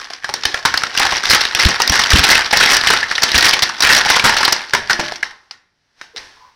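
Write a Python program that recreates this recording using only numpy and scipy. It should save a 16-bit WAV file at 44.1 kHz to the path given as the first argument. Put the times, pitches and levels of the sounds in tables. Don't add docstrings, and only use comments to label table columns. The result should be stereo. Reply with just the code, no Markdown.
import sys
import numpy as np
from scipy import signal
from scipy.fft import rfft, irfft, next_fast_len
from scipy.io import wavfile
from scipy.ndimage import uniform_filter1d

SR = 44100
rng = np.random.default_rng(int(sys.argv[2]) if len(sys.argv) > 2 else 0)


def persist_wave(psi):
    counts = np.round(np.clip(psi, -1, 1) * 32767).astype(np.int16)
    wavfile.write(sys.argv[1], SR, np.atleast_2d(counts).T)


N = 289251

# (t/s at full force, time held/s, level/dB before the trims of each layer)
HAND_PULLS = [(0, 0.0068, -21), (.26, 0.031, -31.5), (.66, 0.068, -32.5), (.99, 0.12, -11),
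              (1.289, 0.046, -3), (1.59, 0.081, -6.5), (1.91, 0.094, -8.5), (2.11, 0.085, -6),
              (2.24, 0.079, -2), (2.53, .11, -6), (2.69, 0.056, -2), (2.86, 0.077, -7), (3.35, .13, -2.5),
              (3.84, .14, -5), (4.05, .11, -12.5), (4.25, 0.19, -11.5), (5.009, 0.081, -26)]
# (f/Hz, lead of the left port/rad)
PORT_LEAD = [(90, 2.07), (180, 3.56), (700, 3.35), (1700, 4.2), (3500, 5.11)]


def amp(db):
    return 10 ** (np.asarray(db) / 20)


def evened(x):
    return x / np.sqrt(np.mean(x ** 2) + 1e-20)


def read(points, hz):
    f, value = np.transpose(points)
    return np.interp(np.log(hz + 1), np.log(f + 1), value)


def follow(rows):
    return amp(np.interp(np.arange(N) / SR, *np.transpose(rows)))


def add(mix, s, sound):
    part = mix[:, max(round(s * SR), 0):][:, :sound.shape[-1]]
    part += sound[..., :part.shape[1]]


def causal(db):
    cepstrum = irfft(np.log(amp(db)))
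    half = len(cepstrum) // 2
    cepstrum[1:half] *= 2
    cepstrum[half + 1:] = 0
    return np.exp(rfft(cepstrum))


def radiate(drive, extra_db=0):
    # (f/Hz, level/dB)
    sheet = [(40, -3.5), (150, -8), (380, -0.5), (600, -2.5), (780, 2.5), (1250, -4.5), (1750, 1),
             (2500, -7), (3300, -7), (5700, -5), (6900, -21.5), (10000, -26), (16000, -43.5)]
    # (f/Hz, likeness 0-1)
    likeness = [(750, 0.89), (2200, 0.31), (6000, 0.1)]
    size = drive.shape[1]
    hz = np.fft.rfftfreq(size, 1 / SR)
    left, other = rfft(drive) * causal(read(sheet, hz) + extra_db)
    same = np.clip(read(likeness, hz), 0, 1)
    right = same * left + np.sqrt(1 - same ** 2) * other
    right = right * np.exp(-1j * read(PORT_LEAD, hz))
    return irfft(np.array([left, right]), size)


def long_radiate(drive):
    padding = 2 * next_fast_len(N // 2 + 1) - N
    padded = np.pad(drive, ((0, 0), (0, padding)))
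    return evened(radiate(padded)[:, :N])


def snap(hz, length, facet_db=9, mode_db=6, ring_s=0.0022, shiver_db=-23, shiver_s=0.024,
         facet_octaves=0.39, bass_ratio=0.041, size=4096):
    t = np.arange(size) / SR
    slips = (rng.random(size) < 900 / SR) * rng.exponential(1, size) * (t < length)
    slips[0] += 3
    ring = np.exp(-2 * t / ring_s) + amp(shiver_db) ** 2 * np.exp(-2 * t / shiver_s)
    power = abs(signal.fftconvolve(slips, ring)[:size])
    power = power * np.minimum(t / 0.0002, 1)
    ratio = (np.fft.rfftfreq(size, 1 / SR) + 20) / hz
    octaves = np.log2(ratio)
    modes = sum(1 / (1 + ((octaves - at) / .05) ** 2) for at in rng.normal(0, .7, 3))
    colour_db = facet_db * np.exp(-.5 * (octaves / facet_octaves) ** 2) + mode_db * modes
    colour_db -= 10 * np.log10(1 + (bass_ratio / ratio) ** 2)
    sound = radiate(np.sqrt(power) * rng.standard_normal((2, size)), colour_db)
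    sound *= np.minimum(1, 2 * (1 - t / t[-1]) ** 2)
    return sound / np.sqrt(np.mean(sound[:, t < length + .001] ** 2))


def snaps(rows):
    direct, spill = np.zeros((2, 2, N))
    for s, db, hz, length in rows:
        add(direct, s, amp(db) * snap(hz, length))
        add(spill, s, amp(db) * snap(hz, length, facet_db=2, mode_db=0))
    return np.array([direct, spill])


def creases(per_s=32, scatter_db=5, over_pull_db=1.5, low_hz=910, high_hz=6100, mean_s=.004):
    rows = []
    for (s, hold, db), chances in zip(HAND_PULLS, rng.random((len(HAND_PULLS), 20, 4))):
        for k, (late, strength, facet, run) in enumerate(chances):
            wait = (k + late) / per_s
            if wait < hold:
                level_db = db + over_pull_db + scatter_db * (2 * strength - 1)
                hz = low_hz * (high_hz / low_hz) ** facet
                rows.append((s + wait, level_db, hz, 2 * run * mean_s))
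    return rows


def strain(build_db_per_s=330.5, relax_db_per_s=140):
    # (t/s, level/dB before the crackle's trim)
    grip = [(0, -37), (.9, -25), (1.2, -21), (4.5, -22), (4.9, -29.5), (5.1, -36.5), (5.2, -51.5),
            (5.45, -60)]
    t = np.arange(N) / SR
    power = follow(grip) ** 2 * np.clip((grip[-1][0] - t) * 20, 0, 1)
    for s, hold, db in HAND_PULLS:
        building = build_db_per_s * np.maximum(s - t, 0)
        relaxing = relax_db_per_s * np.maximum(t - s - hold, 0)
        power += amp(db - building - relaxing) ** 2
    return np.sqrt(power)


def crackle(per_s=260, spread_db=4, scrape_db=-14, level_db=-1, low_hz=1100, high_hz=5800, count=60):
    sizes = amp(spread_db * np.minimum(rng.exponential(1, N), 3))
    sizes = sizes * (rng.random(N) < per_s / SR) * rng.choice([-1, 1], N)
    clumps = evened(uniform_filter1d(rng.standard_normal(N), size=600))
    sizes *= amp(4 * np.tanh(clumps))
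    facets = [snap(hz, 0, facet_db=8, mode_db=3) for hz in np.geomspace(low_hz, high_hz, count)]
    which = rng.integers(0, count, N)
    grains = np.zeros((2, N))
    for i in np.flatnonzero(sizes):
        add(grains, i / SR, sizes[i] * facets[which[i]])
    scrape = amp(scrape_db) * long_radiate(rng.standard_normal((2, N)))
    return amp(level_db) * strain() * (evened(grains) + scrape)


def flexes(rise_s=0.0072, flutter_db=-15, flutter_s=0.014, lead=1.2):
    # (t/s, level/dB, f/Hz)
    panel_pops = [(0.451, -23.5, 63), (1.296, -18.5, 61.4), (1.653, 2, 67.7), (1.894, -8.5, 65),
                  (2.132, 4.5, 66.7), (2.188, -6.5, 70), (3.348, -10, 70), (4.238, -7, 137)]
    out, t = np.zeros((2, N)), np.arange(SR // 6) / SR
    low = signal.butter(2, [110, 300], "bandpass", fs=SR, output="sos")
    for s, db, hz in panel_pops:
        turn = 2 * np.pi * hz * t
        push = (t / rise_s * np.exp(1 - t / rise_s)) ** 2 * np.sin([turn, turn - lead])
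        noise = evened(signal.sosfilt(low, rng.standard_normal((2, len(t)))))
        flutter = t / flutter_s * np.exp(1 - t / flutter_s) * noise
        add(out, s, amp(db) * (push + amp(flutter_db) * flutter))
    return out


def knocks(level_db=-3):
    # (t/s, level/dB before the common trim)
    bumps = [(0.292, -12), (1.125, -9), (4.74, -2.5), (4.934, -10.5), (4.991, 1.5), (6.2, -31)]
    # (f/Hz before the shift, level/dB, t60/s)
    tray_modes = [(169, -2.5, 0.075), (366, 4.5, 0.064), (601.5, 0.5, 0.11), (890, -3, .06)]
    out, t = np.zeros((2, N)), np.arange(SR // 6) / SR
    for s, db in bumps:
        for hz, mode_db, t60 in tray_modes:
            turn = 2 * np.pi * (hz * rng.uniform(.9, 1.1) * t + rng.random())
            ports = np.sin([turn, turn - read(PORT_LEAD, hz)])
            decay = amp(db + level_db + mode_db - 60 * t / t60)
            add(out, s, decay * np.minimum(t / 0.00075, 1) * ports)
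    return out


def figure(sag_hz_per_s=210):
    # (t/s, level/dB)
    rubbing = [(5.3, -49.5), (5.72, -65.5), (5.95, -61), (6.0, -46), (6.15, -53.5), (6.18, -32),
               (6.33, -44), (6.56, -56)]
    # (t/s, level/dB, starting f/Hz before the waver, length/s)
    joint_slips = [(6.133, -26, 470, 0.032), (6.319, -35, 1027, .25)]
    out = follow(rubbing) * long_radiate(rng.standard_normal((2, N)))
    for s, db, hz, length in joint_slips:
        n = round(length * SR)
        sag = sag_hz_per_s * np.arange(n) / SR
        drift, grip = evened(uniform_filter1d(rng.standard_normal((2, n)), size=130))
        turn = 2 * np.pi * np.cumsum(hz * (1 + .035 * drift) - sag) / SR
        ports = np.sin([turn, turn - read(PORT_LEAD, hz)])
        add(out, s, amp(db) * signal.windows.hann(n) * (1 + .5 * grip) * ports)
    return out


def room(x, gap_s=.004):
    # (f/Hz, t60/s)
    room_decay = [(1200, 0.47), (5000, 0.29), (12000, 0.23)]
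    taps = rng.choice([-1., 1.], (2, SR)) * (rng.random((2, SR)) < 3000 / SR)
    taps = taps * (np.arange(SR) > gap_s * SR)
    hz, t, z = signal.stft(taps, SR, nperseg=256)
    tail = signal.istft(z * amp(-60 * t / read(room_decay, hz)[:, None]), SR, nperseg=256)[1]
    spectra = rfft(tail)
    shared = 1 / (1 + (np.fft.rfftfreq(tail.shape[1], 1 / SR) / 1300) ** 4)
    spectra[1] = np.sqrt(shared) * spectra[0] + np.sqrt(1 - shared) * spectra[1]
    tail = irfft(spectra)
    return signal.fftconvolve(x, tail / np.linalg.norm(tail[0]), axes=1)[:, :N]


def lean(x):
    # (f/Hz, left minus right level/dB)
    side_balance = [(60, 0), (130, 0), (290, -1.5), (640, -2.5), (1410, -4.5), (3100, 1), (6820, -2),
                    (15000, 7)]
    size = next_fast_len(N)
    half_db = read(side_balance, np.fft.rfftfreq(size, 1 / SR)) / 2
    return irfft(rfft(x, size) * amp([half_db, -half_db]), size)[:, :N]


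def scene(room_db=-11.0, rumble_db=-70):
    # (t/s, level/dB, facet f/Hz, length of the buckling/s)
    standout_snaps = [(.102, -18, 800, 0.0054), (.134, -18, 5400, 0.0025), (.244, -9, 1590, .003),
                      (.291, -14, 840, 0.0062), (.339, -5.5, 5550, 0.0028), (.435, -13.5, 3900, 0.0061),
                      (.453, -1, 3400, 0.0046), (.543, -4.5, 1600, 0.0023), (.574, -16.5, 2540, 0.0019),
                      (.652, 2.5, 1350, .008), (.74, -4, 1520, 0.0071), (.774, -3, 4860, 0.0033),
                      (.835, -3.5, 1440, 0.0017), (.95, -8, 1430, 0.00091), (.975, -1, 2850, 0.0024),
                      (.997, 5, 840, 0.0053), (1.051, -0.5, 940, 0.004), (1.123, -8.5, 750, 0.0095),
                      (1.3, -3, 4600, 0.019), (1.408, -5.5, 3780, .008), (1.452, -5.5, 3270, 0.0035),
                      (1.549, 1, 2950, 0.0024), (1.597, -7.5, 5200, 0.0033), (1.686, 3.5, 870, 0.0035),
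                      (1.801, -1.5, 1080, 0.0046), (1.819, 3, 5500, 0.0014), (1.876, -1.5, 5200, .003),
                      (1.896, -1, 6100, 0.0032), (1.921, 3.5, 760, 0.0054), (2.037, -5.5, 4110, .005),
                      (2.104, -1.5, 4130, 0.0055), (2.133, 3.5, 3400, 0.00092), (2.302, -1, 4460, 0.0077),
                      (2.353, 5, 2850, 0.0014), (2.409, -6.5, 2100, 0.0013), (2.528, 9, 750, 0.0013),
                      (2.902, 4, 1590, 0.0081), (3.028, -7.5, 2030, 0.0057), (3.112, -7, 1580, 0.0051),
                      (3.153, -10.5, 3840, 0.0076), (3.18, -7, 1930, .006), (3.221, -7, 5900, 0.0024),
                      (3.232, 3.5, 5800, 0.0054), (3.317, -5, 4160, 0.0033), (3.344, -3.5, 2450, 0.013),
                      (3.533, -3, 3410, .012), (3.622, -1, 3870, 0.013), (3.805, -4, 5160, 0.0035),
                      (3.823, -3.5, 4500, .014), (3.892, 0.5, 1850, 0.023), (4.058, -3.5, 815, 0.0062),
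                      (4.1, 6, 1330, 0.0087), (4.162, 0.5, 1125, 0.0084), (4.195, -5, 3070, 0.008),
                      (4.241, 4.5, 1150, 0.029), (4.45, 0, 3720, 0.0059), (4.478, -2.5, 1080, 0.0098),
                      (4.524, 1, 6200, 0.0055), (4.735, 4, 1540, 0.0045), (4.749, -2.5, 980, 0.0066),
                      (4.897, -2, 1470, 0.018), (4.931, -7.5, 5700, .003), (4.995, -5, 880, 0.0085),
                      (5.121, -13.5, 760, .004), (5.157, -22, 5500, 0.0076), (5.228, -8, 2010, 0.0056),
                      (5.309, -27, 2000, 0.0038), (5.51, -21, 5000, 0.0031), (6.013, -20.5, 1603, 0.0046),
                      (6.04, -38, 1990, 0.0031), (6.162, -19.5, 2700, .002), (6.169, -23.5, 4500, .014)]
    band = signal.butter(1, [45, 170], "bandpass", fs=SR, output="sos")
    rumble = evened(signal.sosfilt(band, rng.standard_normal((2, N))))
    handling = crackle() + knocks() + figure()
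    direct, spill = snaps(standout_snaps) + snaps(creases())
    heard = direct + handling + amp(room_db) * room(spill + handling)
    return lean(heard) + flexes() + amp(rumble_db) * rumble


def record(dry, knee=5, edge_hz=16000):
    clipped = dry / (1 + abs(dry) ** knee) ** (1 / knee)
    band_limit = signal.firwin(511, edge_hz, window=("kaiser", 7), fs=SR)
    return signal.oaconvolve(clipped, band_limit[None], "same")


dry = scene()
out = record(dry)
persist_wave(out)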